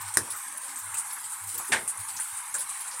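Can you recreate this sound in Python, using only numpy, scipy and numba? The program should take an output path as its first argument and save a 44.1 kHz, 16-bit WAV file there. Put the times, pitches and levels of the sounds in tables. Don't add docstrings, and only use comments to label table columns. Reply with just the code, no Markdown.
import sys
import numpy as np
from scipy import signal
from scipy.fft import rfft, irfft
from scipy.io import wavfile
from scipy.ndimage import uniform_filter1d
from numba import njit

SR = 44100
rng = np.random.default_rng(int(sys.argv[2]) if len(sys.argv) > 2 else 0)


def store_wav(level_fs):
    pcm = np.round(np.clip(np.atleast_2d(level_fs), -1, 1) * 32767)
    wavfile.write(sys.argv[1], SR, pcm.T.astype(np.int16))


N = 132300

# frequency in Hz, relative density in dB.
RUMBLE_SPECTRUM = [(15, -46), (25, 5), (102, 10.5), (345, 4.5), (425, -17), (538, 2), (609, -44),
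                   (680, -39.5), (880, 17), (1500, -120)]
# time in seconds, level in dB.
HUM_LEVELS = [(0.0, -48.5), (0.08, -53), (0.12, -61), (0.22, -44.5), (0.26, -67), (0.32, -56), (0.37, -72),
              (0.78, -98.5), (0.83, -55), (0.89, -46.5), (1.04, -79), (1.38, -72), (1.43, -48.5),
              (1.72, -76), (1.75, -86), (1.84, -59), (1.94, -95), (1.99, -54), (2.01, -47), (2.06, -74),
              (2.18, -58), (2.31, -81), (2.33, -61), (2.51, -87), (2.55, -77), (3.0, -81)]
# frequency in Hz, relative density in dB.
KNOCK_SPECTRUM = [(35, -56), (60, -20), (730, -11), (988, -8.5), (1310, -12), (1610, 0), (2890, -12.5),
                  (3740, -14.5), (4200, -18.5), (6110, -19.5), (7020, -19), (8670, -10), (15900, -52)]
# frequency in Hz, width in Hz, relative level in dB.
KNOCK_RESONANCES = [(960, 180, 10), (1602, 13, 18), (1680, 47, -11), (2150, 120, 21), (2320, 120, -13),
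                    (2460, 40, -22)]
# frequency in Hz, relative density in dB.
BURBLE_SPECTRUM = [(330, -60), (560, -34), (625, -31), (812, -3), (1040, 0), (1360, -5.5), (1620, -4),
                   (2020, -8.5), (2220, -7.5), (3200, -27), (4160, -32), (7040, -120)]
# time in seconds, level in dB.
BURBLE_LEVELS = [(0.0, -43), (0.18, -46.5), (0.32, -45), (0.56, -48), (0.93, -44), (1.31, -48), (1.69, -45),
                 (1.91, -47), (2.55, -46), (2.72, -44), (3.0, -45)]
# start in seconds, relative level in dB, centre in Hz,
# length in seconds.
BREAKING_BUBBLES = [(0.139, -37, 955, 0.034), (0.272, -27.5, 1000, 0.016), (0.333, -24.5, 1320, 0.022),
                    (0.814, -46, 1030, 0.027), (0.87, -37, 1110, 0.014), (0.902, -28.5, 1180, 0.0086),
                    (0.937, -25.5, 2650, 0.021), (1.136, -47, 1210, 0.015), (1.163, -26, 1630, 0.018),
                    (1.235, -41, 1010, 0.016), (1.592, -22.5, 1110, 0.025), (1.957, -28.5, 1120, 0.011),
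                    (1.999, -40, 970, 0.023), (2.19, -26.5, 1600, 0.023), (2.544, -19.5, 1560, 0.017),
                    (2.75, -31, 1850, 0.022), (2.846, -30.5, 1440, 0.031), (2.929, -38, 970, 0.017)]
# start in seconds, level in dB, centre in Hz, length in seconds.
LOW_GURGLES = [(.46, -62, 275, 0.08), (.53, -61.5, 620, 0.064), (.63, -58.5, 565, 0.034),
               (.68, -61, 273, 0.079), (.95, -66, 276, 0.062), (1.1, -76, 270, .06),
               (1.53, -59.5, 332, 0.094), (1.55, -53, 483, 0.024), (1.692, -37.5, 335, .03),
               (2.54, -53.5, 560, 0.049), (2.93, -63, 512, .07)]
# frequency in Hz, relative density in dB.
FIZZ_SPECTRUM = [(1530, -33), (2600, -16), (5100, -19), (7010, -11.5), (8540, -1), (10700, -6),
                 (11900, -13), (15100, -22.5), (15900, -25)]
# time in seconds, upper treble level in dB, lower treble level in dB.
FIZZ_LEVELS = [(0.0, -40.5, -48.5), (0.48, -40, -55.5), (0.78, -40.5, -54), (1.49, -39.5, -53.5),
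               (1.62, -36, -51), (1.9, -43.5, -56.5), (2.19, -36, -50), (2.49, -41.5, -55),
               (2.73, -39, -50.5), (3.0, -41, -56)]
# frequency in Hz, relative density in dB.
POP_SPECTRUM = [(35, -48), (60, -36), (362, -8), (747, -18.5), (1770, 2), (2090, -14.5), (3330, -26),
                (4110, -9), (4400, -19), (5180, -6.5), (7530, -9), (8870, 3), (15900, -31)]
# start in seconds, relative level in dB, centre in Hz, top octave gain
# in dB, lower treble gain in dB, length in seconds, opening tick gain in dB.
SPIT_EVENTS = [(0.0114, -29, 8200, 3, -11, 0.022, -11), (0.07, -46, 10200, -17, -12, 0.022, -3),
               (0.077, -28, 8230, -6, -4.5, 0.017, -6), (0.139, -15, 8530, -16, -26, 0.015, 5),
               (0.18, -21, 9600, -16, -21, 0.022, -3), (0.3025, -17.5, 9940, -13, -12.5, 0.022, 3),
               (0.361, -26, 8900, -2, -20, 0.036, -3), (0.425, -29, 8850, -26, -20, 0.027, -3),
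               (0.476, -24.5, 8900, -18, -14, 0.013, -7), (0.5232, -21.5, 8700, -24, -18, 0.0081, 7),
               (0.572, -18.5, 9920, -10, -37, 0.0088, -1), (0.614, -27, 9100, -8, -14, 0.018, -3),
               (0.633, -22.5, 9000, -23, -16, 0.025, 2), (0.679, -27.5, 8000, -19, -6, 0.035, -3),
               (0.758, -21.5, 8400, -19, -42, 0.029, -3), (0.7844, -29, 7840, 1, -32, 0.026, -3),
               (0.941, -17.5, 8360, -7, -19, 0.015, -9), (0.97, -15, 8400, -17, -36, 0.016, -3),
               (0.9845, -15, 9060, -15, -48, 0.022, 14), (1.04, -27.5, 8400, -21, -35, 0.043, -5),
               (1.058, -29, 10500, -21, -20, 0.017, -5), (1.1025, -25.5, 8650, -18, -6, 0.017, 1),
               (1.1247, -20, 10500, -12, -29, 0.015, 6), (1.1734, -46, 8620, -19, -21, 0.022, -5),
               (1.2397, -21, 8360, -32, -14.5, 0.025, 2), (1.2984, -23, 9000, -23, -39, 0.019, 4),
               (1.319, -22.5, 8800, -27, -32, 0.024, -3), (1.39, -33, 8250, -21, -28, 0.019, -5),
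               (1.437, -23, 9320, -5, -14, 0.0088, 1), (1.4715, -24, 8600, -5, -34, 0.03, -8),
               (1.491, -23.5, 9400, -13, -12.5, 0.038, 13), (1.543, -20, 9450, -6, -14, 0.014, 5),
               (1.5766, -19, 8700, 1.5, -20, 0.02, -6), (1.677, -18.5, 9400, -9, -29, 0.015, -6),
               (1.7205, -17, 9020, -33, -7, 0.016, -11), (1.825, -35, 10700, -26, -29, 0.017, -3),
               (1.8764, -14, 9160, -30, -33, 0.029, -1), (1.893, -24, 9100, -23, -36, 0.024, -7),
               (1.972, -21.5, 9140, -17, -31, 0.01, 1), (1.989, -23, 9100, -9, -15, 0.033, -3),
               (2.0847, -19, 8340, -31, -11, 0.017, 10), (2.165, -23.5, 6300, -27, -19, 0.017, 1),
               (2.1975, -14.5, 8960, -31, -27, 0.018, -5), (2.2114, -21.5, 9400, -35, -33, 0.034, -7),
               (2.366, -21.5, 8770, -18, -18, 0.029, -11), (2.475, -26, 8850, -17, -21, 0.022, -3),
               (2.5412, -13.5, 8360, -14, -27, 0.022, 9), (2.582, -18, 10200, -11, -12.5, 0.034, 1),
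               (2.605, -19, 8500, -16, -22, 0.019, 8), (2.6907, -18, 8690, -29, -31, 0.017, 7),
               (2.726, -30, 8800, -20, -25, 0.017, 0), (2.745, -25, 8600, -21, -24, 0.018, 1),
               (2.804, -19.5, 9700, -9, -13, 0.016, -7), (2.8504, -31, 8900, -26, -27, 0.013, -3),
               (2.873, -19.5, 8700, -19, -19, 0.019, -3), (2.9104, -34.5, 9100, -24, 3.5, 0.033, 1),
               (2.9604, -26, 9090, -21, -14, 0.022, -3), (2.991, -19, 9000, -9, -31, 0.022, -3)]


def undb(db):
    return 10 ** (np.asarray(db) / 20)


def unit(x):
    return x / np.sqrt(np.mean(x ** 2))


def envelope(rows):
    return undb(np.interp(np.arange(N) / SR, *np.array(rows).T))


def colour(x, spectrum):
    points_hz, points_db = np.array(spectrum).T
    hz = np.maximum(np.arange(len(x) // 2 + 1) * SR / len(x), 1)
    gain = undb(np.interp(np.log(hz), np.log(points_hz), points_db, left=-90, right=-90))
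    return unit(irfft(rfft(x) * gain, len(x)))


def resonate(x, hz, width_hz):
    f = np.arange(len(x) // 2 + 1) * SR / len(x)
    return unit(irfft(rfft(x) / (1 + 2j * (f - hz) / width_hz) ** 2, len(x)))


def clicks(size, per_s, scatter_db):
    chance, polarity, strength = rng.random((3, size))
    impulses = (chance < per_s / SR) * np.sign(polarity - .5)
    return impulses * undb(-scatter_db * np.log(1 - strength)) + 1e-9 * polarity


def wander(per_s):
    hold = int(SR / per_s)
    steps = np.repeat(rng.standard_normal(N // hold + 1), hold)
    return unit(uniform_filter1d(steps, hold)[:N])


def patchy(x, depth_db=2.2):
    spectrum = rfft(x)
    tenths = 10 * np.log2(np.arange(1, N // 2 + 2) * SR / N / 600)
    bands = (irfft(spectrum * np.clip(1 - np.abs(tenths - k), 0, 1), N) for k in range(-2, 49))
    return sum(band * undb(depth_db * wander(per_s=7.61)) for band in bands)


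def add(out, start_s, x):
    i = int(start_s * SR)
    out[i:i + len(x)] += x[:N - i]


def burst(attack_s, length_s, size=8192):
    t = np.arange(size) / SR
    rise = 1 - np.exp(-t / attack_s)
    return rise / np.sqrt(1 + np.exp(np.minimum(4 * (t / length_s - 1), 50)))


def reverberation(spectrum, t60_s, hold_s):
    t = np.arange(1 << 15) / SR
    noise = colour(rng.standard_normal(len(t)), spectrum)
    bass, below_treble = (signal.sosfilt(signal.butter(2, hz, fs=SR, output="sos"), noise)
                          for hz in (700, 2800))
    bands = bass, below_treble - bass, noise - below_treble
    tail = sum(band * undb(-60 * np.maximum(t - hold_s, 0) / s) for band, s in zip(bands, t60_s))
    return tail * np.minimum(t / 0.00045, 1)


@njit
def ringing_bubbles(start, hz, amplitude, cycles, glide):
    out = np.zeros(N)
    for k in range(len(start)):
        span, phase = cycles * SR / hz[k], 0.
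        for i in range(min(int(2.5 * span), N - start[k])):
            phase += 2 * np.pi * hz[k] * (1 + glide * i / span) / SR
            shape = np.exp(-2 * i / span) * min(8 * i / span, 1.)
            out[start[k] + i] += amplitude[k] * np.sin(phase) * shape
    return out


def bubble_cloud(spectrum, count, low_hz, high_hz, cycles, glide, scatter_db):
    when, pitch, strength = rng.random((count, 3)).T
    start = (when * N).astype(np.int64)
    hz = low_hz + (high_hz - low_hz) * pitch ** 1.3
    cloud = rfft(ringing_bubbles(start, hz, undb(scatter_db * strength), cycles, glide))
    smoothed_power = uniform_filter1d(np.abs(cloud) ** 2, size=900)
    return colour(irfft(cloud / np.sqrt(smoothed_power + 1e-9), N), spectrum)


def rumble():
    return undb(-71 + 4 * wander(per_s=8.47)) * colour(rng.standard_normal(N), RUMBLE_SPECTRUM)


def hum(hz=99):
    t = np.arange(N) / SR
    tone = np.sin(2 * np.pi * hz * t)
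    roughness = .7 * resonate(rng.standard_normal(N), hz, width_hz=20)
    return unit(tone + roughness) * envelope(HUM_LEVELS)


def knock(start_s=1.7195, hold_s=.016, middle_t60_s=0.22):
    out, t = np.zeros(N), np.arange(1 << 15) / SR
    modes = sum(undb(db) * resonate(rng.standard_normal(len(t)), hz, width_hz)
                for hz, width_hz, db in KNOCK_RESONANCES)
    decay = undb(-60 * np.maximum(t - hold_s, 0) / middle_t60_s)
    room = reverberation(KNOCK_SPECTRUM, t60_s=(0.36, middle_t60_s, 0.2), hold_s=hold_s)
    add(out, start_s, undb(-20.5) * (room + undb(-9) * unit(modes) * decay))
    return out


def burble():
    cloud = bubble_cloud(BURBLE_SPECTRUM, count=9000, low_hz=600, high_hz=3400,
                         cycles=20.5, glide=.03, scatter_db=2)
    out = patchy(cloud) * envelope(BURBLE_LEVELS)
    for start_s, db, hz, length_s in BREAKING_BUBBLES:
        bloop = resonate(clicks(8192, per_s=2500, scatter_db=1.05), hz, width_hz=550)
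        add(out, start_s, undb(db - 16.5) * burst(0.00067, length_s) * bloop)
    for start_s, db, hz, length_s in LOW_GURGLES:
        gurgle = resonate(rng.standard_normal(16384), hz, width_hz=100)
        add(out, start_s, undb(db) * burst(0.0038, length_s, len(gurgle)) * gurgle)
    return out


def fizz(split_hz=6200, flicker_db=.6):
    cloud = bubble_cloud(FIZZ_SPECTRUM, count=45000, low_hz=2300, high_hz=16500,
                         cycles=60.5, glide=.02, scatter_db=2.5)
    spectrum, levels = rfft(cloud), np.array(FIZZ_LEVELS)
    is_lower = np.arange(N // 2 + 1) * SR / N < split_hz
    upper_treble = unit(irfft(spectrum * ~is_lower, N)) * envelope(levels[:, [0, 1]])
    lower_treble = unit(irfft(spectrum * is_lower, N)) * envelope(levels[:, [0, 2]])
    return patchy(upper_treble + lower_treble) * undb(flicker_db * wander(per_s=30.26))


def pop(start_s=.1712, crack_s=.0013, thump_hz=341, thump_s=0.0028, boom_t60_s=0.3):
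    out, t = np.zeros(N), np.arange(1 << 15) / SR
    echo = reverberation(POP_SPECTRUM, t60_s=(0.34, .14, 0.12), hold_s=0)
    crack_and_tail = np.exp(-t / crack_s) + undb(-13)
    add(out, start_s, undb(-6) * echo * crack_and_tail)
    thump = undb(-20) * np.sin(2 * np.pi * thump_hz * t) * np.exp(-t / thump_s)
    boom = resonate(rng.standard_normal(len(t)), thump_hz, width_hz=600)
    boom *= undb(-39.5 - 60 * t / boom_t60_s)
    add(out, start_s - .0015, thump + boom)
    return out


def spits(attack_s=0.0012, tick_s=0.001):
    out, t = np.zeros(N), np.arange(8192) / SR
    for start_s, db, hz, top_db, low_db, length_s, tick_db in SPIT_EVENTS:
        crackle = clicks(len(t), per_s=12000, scatter_db=1.5)
        tick = 1 + undb(tick_db) * np.exp(-t / tick_s)
        shape = burst(attack_s, length_s)
        top_shape = burst(attack_s, .65 * length_s)
        core = resonate(crackle, hz, width_hz=1960) * shape
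        top_octave = undb(top_db) * resonate(crackle, 12800, width_hz=5000) * top_shape
        lower_treble = undb(low_db) * resonate(crackle, 5480, width_hz=3600) * shape
        spit = undb(-13.5) * core + undb(-13) * (top_octave + lower_treble)
        add(out, start_s, undb(db) * tick * spit)
    return out


def scene():
    return (fizz() + spits() + burble() + pop() + knock() + hum() + rumble())[None]


def record(dry, ceiling=.9):
    rounded = ceiling * np.tanh(dry / ceiling)
    bass_cut = signal.butter(2, 78, "high", fs=SR, output="sos")
    top_cut = signal.ellip(10, .2, 80, 15900, fs=SR, output="sos")
    return signal.sosfilt(top_cut, signal.sosfilt(bass_cut, rounded))


dry = scene()
out = record(dry)
store_wav(out)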